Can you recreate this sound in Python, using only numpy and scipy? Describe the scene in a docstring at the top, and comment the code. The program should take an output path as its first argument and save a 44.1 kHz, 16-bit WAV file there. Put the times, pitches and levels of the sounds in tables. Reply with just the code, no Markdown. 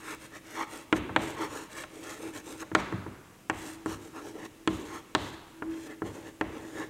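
"""Taps and short scratches of chalk writing a few words on a wall blackboard in a bare, echoing classroom.
Each contact rings the board's modes and the chalk stick, runs back from the panel's edges and swings the panel.
Each drag is a train of crumbling grains: they hiss, rasp in the board's modes and sustain its resonances.
One crumb cracks with a tiny tick. Filtered noise makes the still air, a wavering sine the faint hum."""
import sys
import numpy as np
from scipy import signal
from scipy.fft import rfft, irfft, next_fast_len
from scipy.io import wavfile
from scipy.ndimage import uniform_filter1d

SR = 44100
rng = np.random.default_rng(int(sys.argv[2]) if len(sys.argv) > 2 else 0)


def wav_record(signal):
    """Record a signal, one row per channel, as 16-bit PCM in the file named by sys.argv[1]."""
    frames = np.transpose(np.atleast_2d(signal))
    bounded = np.clip(frames, -1, 1)
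    # unit amplitude maps onto the largest positive 16-bit level
    quanta = np.round(bounded * 32767).astype(np.int16)
    wavfile.write(sys.argv[1], SR, quanta)


N = 303893
TIME_S = np.arange(N) / SR

# Chalk drags. Each row: start in seconds, length in seconds, share spent gathering speed (0-1), hiss of the tip
# in dB, rasp of its bite in dB before trim, panel drone in dB, pitch of the bite in Hz, pitch of the stick in Hz.
STROKES = [(-0.01, 0.17, 0.81, -48, -40.5, -46, 2000, 8250), (0.186, 0.098, 0.6, -53, -51, -52, 2470, 9000),
           (0.312, 0.082, 0.65, -53, -45, -49, 2000, 5950),
           (0.445, 0.16, 0.64, -51, -46, -48.5, 2050, 5800),
           (0.555, 0.095, 0.64, -47, -32, -40.5, 1150, 5940),
           (0.68, 0.16, 0.43, -48, -47, -46.5, 2600, 8800),
           (0.947, 0.04, .55, -45.5, -39.5, -39, 1870, 6300), (1.183, 0.17, 0.3, -46, -43, -37, 2300, 7760),
           (1.369, 0.11, 0.51, -46.5, -34.5, -33.5, 1070, 5900),
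           (1.485, 0.18, 0.43, -47, -42.5, -42.5, 1000, 7300),
           (1.70, 0.15, 0.63, -46.5, -41.5, -45.5, 2210, 8300),
           (1.9, 0.19, 0.35, -55, -56, -46, 2420, 8260),
           (2.031, 0.15, 0.49, -46.5, -42.5, -45.5, 2200, 6950),
           (2.174, 0.14, 0.65, -50, -46.5, -38, 2470, 8900),
           (2.329, 0.083, 0.42, -47.5, -44.5, -42.5, 2540, 7200),
           (2.437, 0.15, 0.37, -48.5, -48.5, -42, 810, 8200),
           (2.588, 0.045, 0.84, -45, -42.5, -42.5, 1930, 6400),
           (2.78, 0.038, 0.54, -50, -34.5, -49, 2220, 5500),
           (3.542, 0.22, 0.64, -47, -50, -44.5, 1810, 8000),
           (3.862, 0.11, 0.35, -46.5, -42, -42, 845, 6060), (3.987, 0.14, 0.47, -56.5, -55, -48, 862, 7500),
           (4.13, 0.094, 0.49, -54.5, -44, -41, 1250, 5960),
           (4.217, 0.11, 0.46, -53, -50, -42.5, 850, 6060), (4.336, 0.073, 0.4, -60, -49.5, -40, 850, 6100),
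           (4.389, 0.079, 0.92, -52.5, -44.5, -41.5, 2670, 5760),
           (4.68, 0.21, 0.32, -53, -52, -41.5, 870, 7000), (4.854, .15, 0.72, -51, -42, -44.5, 1460, 6900),
           (5.174, .14, .58, -50.5, -47, -43, 3070, 7050), (5.328, 0.023, 0.7, -54, -45, -47, 1830, 7150),
           (5.687, 0.12, 0.26, -61.5, -51, -48.5, 2940, 5700),
           (5.767, 0.11, 1, -52, -51.5, -46.5, 2500, 6950), (5.873, 0.077, 0.56, -59, -46, -42, 1990, 7800),
           (6.043, 0.072, 0.37, -54.5, -47, -38, 3000, 7050),
           (6.115, 0.12, 0.4, -55, -48.5, -44, 840, 7000),
           (6.228, 0.081, 0.58, -57.5, -49, -44.5, 2770, 6920),
           (6.448, 0.15, 0.8, -62, -51, -42.5, 2690, 6650),
           (6.566, 0.14, 0.65, -58.5, -50, -43.5, 830, 6910),
           (6.686, 0.19, 0.48, -54.5, -49, -41.5, 846, 6560),
           (6.756, 0.099, 0.68, -61, -42.5, -43, 1500, 6460)]
# Chalk contacts: taps, soft bumps and lift-off flicks. 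Each row: start in seconds, blow in dB, contact cut-off
# in Hz, low modes at that spot in dB, tick of the tip in dB, panel thump in dB before trim.
CONTACTS = [(0.927, 6, 3260, 2.5, -12, -37), (1.0938, -5, 1270, 1, -34, -38.5),
            (1.1624, 8.5, 2970, -3.5, -19.5, -33.5), (1.837, -11.5, 3000, -14, -14, -70),
            (2.627, -11.5, 2090, -5, -25, -63), (2.716, -12, 1700, 5.5, -31, -39.5),
            (2.7503, 9, 3800, -0.5, -10, -38.5), (2.925, -6, 1630, 5, -24, -32),
            (3.064, -11.5, 1150, 2.5, -42, -39.5), (3.4983, 3, 2820, -2.5, -17, -40.5),
            (3.86, -4.5, 1520, 4.5, -9, -40.5), (4.6754, 1.5, 3570, 6, -7.5, -35.5),
            (5.15, 5, 4760, 1, -6, -36.5), (5.6225, -7, 1710, 3.5, -41, -52),
            (6.0198, -6, 1500, 6.5, -21, -39), (6.4114, 0.3, 2900, 4.5, -22, -40.5)]
# Board modes. Each row: frequency in Hz, level in dB before changes by spot, t60 in seconds.
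BOARD_MODES = [(243.0, -38, 0.0071), (318.6, -24, 0.095), (328, -35.5, 0.044), (403.7, -29.5, 0.059),
               (520, -35.5, 0.084), (622.5, -38, 0.17), (744.4, -39.5, 0.16), (863, -18.5, 0.0096),
               (1035, -40, 0.088), (1063, -36, 0.12), (1346, -21, 0.026), (1391, -23, 0.032),
               (1762, -20.5, 0.016), (1912, -26.5, 0.027), (2380, -16, 0.0073), (2444, -17.5, 0.0089),
               (3100, -19, 0.0028), (3230, -29, 0.023), (4180, -21, 0.0027), (4170, -33, 0.014),
               (7107.0, -51, 0.0018), (8245.0, -42, 0.0018)]
# Slow flexing of the whole panel. Each row: frequency in Hz, level in dB, both before random spread, t60 in seconds.
PANEL_FLEX = [(61.6, -16, 0.54), (96.2, -5.5, 0.73), (117, -2.5, 0.25), (141.6, -12, 0.98), (169, -8, 0.26),
              (193.8, -1, 0.36), (244.8, -11, 0.57)]
# Resonances that strokes sustain. Each row: frequency in Hz, width in Hz, level in dB.
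DRONE_RESONANCES = [(129.5, 13, -18.5), (322.8, 18, 1.5), (416, 38, -8)]
# Ring of the chalk stick at a contact. One row: frequency in Hz, width in Hz, level in dB.
STICK_RING = (7700, 980, -7.5)
# Colour of crumbling chalk. Each row: frequency in Hz, density in dB per Hz.
HISS_COLOUR = [(2500, 0), (2950, 0.5), (3400, 0), (3750, 0.5), (4200, -1), (4900, -5), (5400, -1.5),
               (6100, 0), (6650, 0.5), (7200, -1), (8200, -1), (9100, -1.5), (10200, -7.5), (13000, -9),
               (14300, -10), (15500, -20)]
# Colour of the drag force on the board. Each row: frequency in Hz, gain in dB.
DRAG_COLOUR = [(200, -21), (450, 3.5), (800, 4.5), (1300, 1.5), (2100, 6), (4000, 0.5), (6000, 1),
               (12000, -29)]
# Room decay. Each row: frequency in Hz, t60 in seconds.
ROOM_T60 = [(100, 0.85), (400, 1.0), (1000, 1.4), (2500, 1.1), (5000, 0.9), (9000, 0.7), (15000, 0.4)]
# Room tail colour. 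Each row: frequency in Hz, level in dB.
ROOM_COLOUR = [(60, 17.5), (300, -1), (600, -2), (1500, -7), (3200, 0.5), (6000, -4), (14000, -11)]
# Still air of the room. Each row: frequency in Hz, density in dB per Hz.
AIR_COLOUR = [(15, -37), (25, 11.5), (68, -19), (99, -5.5), (313, -7.5), (848, -19.5), (2300, -21),
              (2560, -20.5), (4380, -29), (4750, -27), (5140, -27), (7300, -25.5), (15500, -33.5)]

AIR_DB = -54
HUM_HZ, HUM_DB = 326, -71
CUTOFF_HZ = 15750
# Tilt of the stick along a stroke: spread as a share of its pitch, changes per second.
STICK_WANDER_SHARE, TILTS_PER_S = 0.035, 25
# A firmer grip scratches louder and bites higher: spread as a share of the pitch, changes per second.
BITE_WANDER_SHARE, GRIPS_PER_S = 0.06, 55
LOW_MODES_HZ = 450  # modes below this depend most on where the chalk touches
BENDING_HZ = 2000  # pitch at which bending-wave travel times are given
SNAP_S = 0.148


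def writing(rasp_trim_db=-1.0, catch_db=1.0, grip_db=0.9,
            stick_width_hz=700, stick_db=-2.0, bite_width_hz=480, bite_db=-1.0):
    """The dragged tip catches and slips; its grains hiss, ring the stick and shake the board."""
    friction = grains(per_s=7000, spread_db=2.0) * from_db(catch_db * drift(per_s=170))
    crumbs = grains(per_s=11000, spread_db=3.7) * from_db(1.3 * drift(per_s=220))
    hiss = colour(crumbs, HISS_COLOUR)
    rasp = colour(signal.oaconvolve(friction, board_response())[:N], DRAG_COLOUR)
    drone = panel_drone(friction)

    tilt = 1 + STICK_WANDER_SHARE * drift(per_s=TILTS_PER_S)
    grip = drift(per_s=GRIPS_PER_S)
    out = np.zeros(N)
    for start_s, length_s, rise_share, stroke_hiss_db, stroke_rasp_db, drone_db, bite_hz, stick_hz in STROKES:
        rise_s, fall_s = rise_share * length_s, (1 - rise_share) * length_s
        fastest_s = start_s + rise_s
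        span = slice(max(int((fastest_s - 1 / 4) * SR), 0), int((fastest_s + 1 / 4) * SR))
        bright = stressed(hiss[span], stick_hz * tilt[span], stick_width_hz, stick_db)
        moving_bite_hz = bite_hz * (1 + BITE_WANDER_SHARE * grip[span])
        bite = stressed(rasp[span], moving_bite_hz, bite_width_hz, bite_db)
        scratch = from_db(stroke_hiss_db) * bright + from_db(stroke_rasp_db + rasp_trim_db) * bite
        scratch = scratch * from_db(grip_db * grip[span])
        sound = hand_echo(scratch, share=0.46) + from_db(drone_db) * drone[span]
        out[span] += sound * stroke_shape(TIME_S[span] - fastest_s, rise_s, fall_s)
    return out


def grains(per_s, spread_db):
    """Chalk crumbs break off at random moments, with very unequal sizes and either sign."""
    sizes = from_db(spread_db * np.minimum(rng.exponential(1, N), 5))
    signs = rng.choice([-1, 1], N)
    return sizes * signs * (rng.random(N) < per_s / SR)


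def panel_drone(friction):
    """Friction sustains the panel's resonances; steady pressure keeps the swing even."""
    swing = sum(from_db(db) * resonate(friction, hz, width_hz) for hz, width_hz, db in DRONE_RESONANCES)
    drone = rms_one(butter(swing, 750, "low"))
    return drone / np.sqrt(uniform_filter1d(drone ** 2, size=2000) + 0.11)


def stressed(x, hz, width_hz, db):
    """Lift a noise around a moving resonance; rms 1."""
    return rms_one(x + from_db(db) * gliding_ring(x, hz, width_hz))


def gliding_ring(x, hz, width_hz):
    """Resonance with a moving centre: shift it to 0 Hz, low-pass, shift back; gain 1 on top."""
    r = np.exp(-np.pi * width_hz / SR)
    turn = np.exp(2j * np.pi * np.cumsum(hz) / SR)
    return 2 * np.real(turn * signal.lfilter([1 - r], [1, -r], x / turn))


def hand_echo(x, share, nearest_s=0.00059, farthest_s=0.001948, slide=0.062):
    """The hand reflects the tip's sound over a short, slowly changing path, which combs its spectrum."""
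    n = np.arange(len(x))
    lag = rng.uniform(nearest_s, farthest_s) * SR  # samples
    moving_lag = lag * np.linspace(1, 1 + slide * rng.standard_normal(), len(x))
    return (x + share * np.interp(n - moving_lag, n, x)) / np.hypot(1, share)


def stroke_shape(t_s, rise_s, fall_s, edge_db=-12.0, bow=1.87, release_s=0.0061):
    """Loudness follows the speed of the tip; outside the stroke it dies quickly."""
    slowness = np.interp(t_s, [-rise_s, 0, fall_s], [1, 0, 1])
    outside_s = np.maximum(np.maximum(-rise_s - t_s, t_s - fall_s), 0)
    return from_db(edge_db * slowness ** bow) * np.exp(-outside_s / release_s)


def contacts(thump_trim_db=0.5, swell_s=0.012, crush_hz=8700, tick_hz=4800, modes_db=-1.5, uneven_db=3.0):
    """Each has its own loudness and contact cut-off; the panel swings later. Returns direct sound, room feed."""
    direct, feed = np.zeros(N), np.zeros(N)
    stick_hz, stick_width_hz, stick_db = STICK_RING
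    for start_s, blow_db, contact_hz, body_db, tick_db, flex_db in CONTACTS:
        # modes_db is taken off the low modes here, so body_db alone shifts them
        board = board_response(unlike_db=1.8, detune=0.014, body_db=body_db - modes_db)
        response = from_db(modes_db) * board
        response = response + edge_returns(len(response))
        impulse = signal.unit_impulse(len(response))
        response = response + from_db(stick_db) * resonate(impulse, stick_hz, stick_width_hz)
        response = signal.fftconvolve(response, crumbling(seconds=1 / 25))
        # the crumbling tip adds a tick of its own, with a softened top
        tick = butter(butter(response, tick_hz, "high"), crush_hz, "low", order=4)
        blow = butter(response, contact_hz, "low", order=3)
        knock = from_db(blow_db) * (blow - from_db(tick_db) * tick)
        add(direct, start_s, knock)
        add(direct, start_s, from_db(flex_db + thump_trim_db) * panel_thump(swell_s, uneven_db))
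        spread = all_round(knock)
        add(feed, start_s - len(spread) / (2 * SR), spread)
    return direct, feed


def panel_thump(swell_s, uneven_db):
    """The whole panel flexes slowly; each contact spreads its modes' pitch and level, and the swing swells in."""
    modes = [(hz * rng.normal(1, 0.019), db + uneven_db * rng.standard_normal(), t60_s)
             for hz, db, t60_s in PANEL_FLEX]
    flex = ringing(modes, seconds=1)
    return flex * (1 - np.exp(-(TIME_S[:len(flex)] / swell_s) ** 2))


def board_response(unlike_db=0.0, detune=0.0, click=0.59, body_db=0):
    """The board's answer to a point blow; each spot can weight and shift the modes a little."""
    chance = rng.standard_normal((len(BOARD_MODES), 2))
    modes = []
    for (hz, db, t60_s), (shift, weight) in zip(BOARD_MODES, chance):
        spot_db = db + unlike_db * weight + body_db * (hz < LOW_MODES_HZ)
        modes.append((hz * (1 + detune * shift), spot_db, t60_s))
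    response = ringing(modes, seconds=1 / 4)
    response[0] += click
    return response


def edge_returns(size, count=22, first_s=0.0014, last_s=0.03, first_db=-5.0, later_db=-4.5, fade_s=0.013,
                 low_hz=600, high_hz=1900):
    """Bending waves return from the panel's edges and fixings at uneven times, treble ahead of bass."""
    hz = np.fft.rfftfreq(size, 1 / SR)
    delays_s = np.geomspace(first_s, last_s, count) * np.r_[1, rng.uniform(1, 1.5, count - 1)]
    gains = np.r_[from_db(first_db), from_db(later_db) * rng.choice([-1, 1], count - 1)]
    gains = gains * np.exp(-delays_s / fade_s)
    phase_per_s = 4 * np.pi * np.sqrt(hz * BENDING_HZ)  # delay falls as 1 / sqrt(hz)
    spectrum = sum(gain * np.exp(-1j * phase_per_s * delay_s) for gain, delay_s in zip(gains, delays_s))
    return butter(butter(irfft(spectrum, size), low_hz, "high"), high_hz, "low")


def crumbling(seconds, crush_db=-1.0, crush_s=0.00048, scatter_db=-12.5, scatter_s=0.034, crunch_hz=3800):
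    """One blow, a brief bright crunch as the tip gives way, and a faint scatter of crumbs."""
    t_s = TIME_S[:int(seconds * SR)]
    force = 0
    for db, life_s in ((crush_db, crush_s), (scatter_db, scatter_s)):
        burst = rng.standard_normal(len(t_s)) * np.exp(-t_s / life_s)
        force = force + from_db(db) * burst * np.sqrt(2 / (life_s * SR))  # evens out the two lives
    return butter(force, crunch_hz, "high", order=4) + signal.unit_impulse(len(t_s))


def all_round(knock, blur=0.17):
    """Panel radiation varies with direction; the room gets a mean, smoothed spectrum as a centred pulse."""
    energy = np.cumsum(np.abs(rfft(knock)) ** 2)
    bins = np.arange(len(energy))
    reach = 1 + blur * bins
    power = np.interp(bins + reach, bins, energy) - np.interp(bins - reach, bins, energy)
    power = power / (2 * reach)
    return np.fft.fftshift(irfft(np.sqrt(np.maximum(power, 0))))


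def crumb_snap(snap_db=-37.0, life_s=0.0007, low_hz=6000):
    """A single hard crumb cracks under the tip: a tiny, bright, decaying noise burst."""
    out, t_s = np.zeros(N), TIME_S[:SR // 50]
    burst = rng.standard_normal(len(t_s)) * np.exp(-t_s / life_s)
    add(out, SNAP_S, from_db(snap_db) * butter(burst, low_hz, "high", order=4))
    return out


def classroom_response(first_wall_s=0.019, build_s=0.008):
    """Echoes thicken once the far walls answer, then decay at a rate set per band."""
    t_s = TIME_S[:3 * SR // 2]
    white = rng.standard_normal((2, len(t_s)))
    edges_hz = np.geomspace(45, 16000, 15)
    tail = 0
    for k, (low_hz, high_hz) in enumerate(zip(edges_hz, edges_hz[1:])):
        hz = np.sqrt(low_hz * high_hz)
        fade = np.exp(-np.log(1000) * t_s / at_hz(ROOM_T60, hz))
        band = butter(white[k % 2], [low_hz, high_hz], "band")  # neighbouring bands use separate noises
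        tail = tail + from_db(at_hz(ROOM_COLOUR, hz)) * band * fade
    build = 1 - np.exp(-np.maximum(t_s - first_wall_s, 0) / build_s)
    return tail * build / np.sqrt(SR / 10)


def background(waver_db=12.0):
    """Still air is coloured noise; the faint hum is a sine of wavering level."""
    hum_level = from_db(HUM_DB + waver_db * drift(per_s=3.16))
    hum = np.sqrt(2) * np.sin(2 * np.pi * HUM_HZ * TIME_S) * hum_level
    return hum + from_db(AIR_DB) * colour(rng.standard_normal(N), AIR_COLOUR)


def ringing(modes, seconds):
    """Sum of decaying modes; neighbours swing in opposite directions."""
    t_s = np.arange(int(seconds * SR)) / SR
    out = 0
    for k, (hz, db, t60_s) in enumerate(modes):
        decay = np.exp(-np.log(1000) * t_s / t60_s)
        out = out + (-1) ** k * from_db(db) * decay * np.sin(2 * np.pi * hz * t_s)
    return out


def resonate(x, hz, width_hz):
    """One two-pole resonance with gain 1 on top."""
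    r = np.exp(-np.pi * width_hz / SR)
    zeros = np.array([1, 0, -1]) * (1 - r * r) / 2
    return signal.lfilter(zeros, [1, -2 * r * np.cos(2 * np.pi * hz / SR), r * r], x)


def drift(per_s):
    """Random level of rms 1: straight lines between per_s chance values a second."""
    return rms_one(np.interp(TIME_S * per_s, np.arange(8192), rng.standard_normal(8192)))


def colour(x, spectrum):
    """Filter a sound by a spectrum table; rms 1."""
    size = next_fast_len(N)
    gain = from_db(at_hz(spectrum, np.fft.rfftfreq(size, 1 / SR)))
    return rms_one(irfft(rfft(x, size) * gain, size)[:N])


def at_hz(points, hz):
    """Read a table on a log-frequency axis."""
    table = np.array(points)
    return np.interp(np.log(np.maximum(hz, 1)), np.log(table[:, 0]), table[:, 1])


def butter(x, hz, kind, order=2):
    """Causal Butterworth filter."""
    return signal.sosfilt(signal.butter(order, hz, kind, fs=SR, output="sos"), x)


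def from_db(db):
    """Decibels to gain."""
    return 10 ** (np.asarray(db) / 20)


def rms_one(x):
    """Scale to rms 1."""
    return x / np.sqrt(np.mean(x ** 2) + 1e-20)


def add(track, start_s, sound):
    """Mix a sound into a track at a time."""
    at = max(round(start_s * SR), 0)
    track[at:at + len(sound)] += sound[:N - at]


def scene(contact_room_db=-4.5, stroke_room_db=-7.0):
    """Strokes and contacts, heard directly and through the classroom, over the background."""
    strokes = writing()
    knocks, knock_feed = contacts()
    feed = from_db(contact_room_db) * knock_feed + from_db(stroke_room_db) * strokes
    echo = signal.fftconvolve(feed, classroom_response())[:N]
    return (strokes + knocks + crumb_snap() + echo + background())[None]


def record(dry):
    """The microphone loses the deepest bass; the top is cut steeply."""
    thin = butter(dry, 62, "high")
    return signal.sosfilt(signal.ellip(10, .1, 70, CUTOFF_HZ, fs=SR, output="sos"), thin)


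dry = scene()
out = record(dry)
wav_record(out)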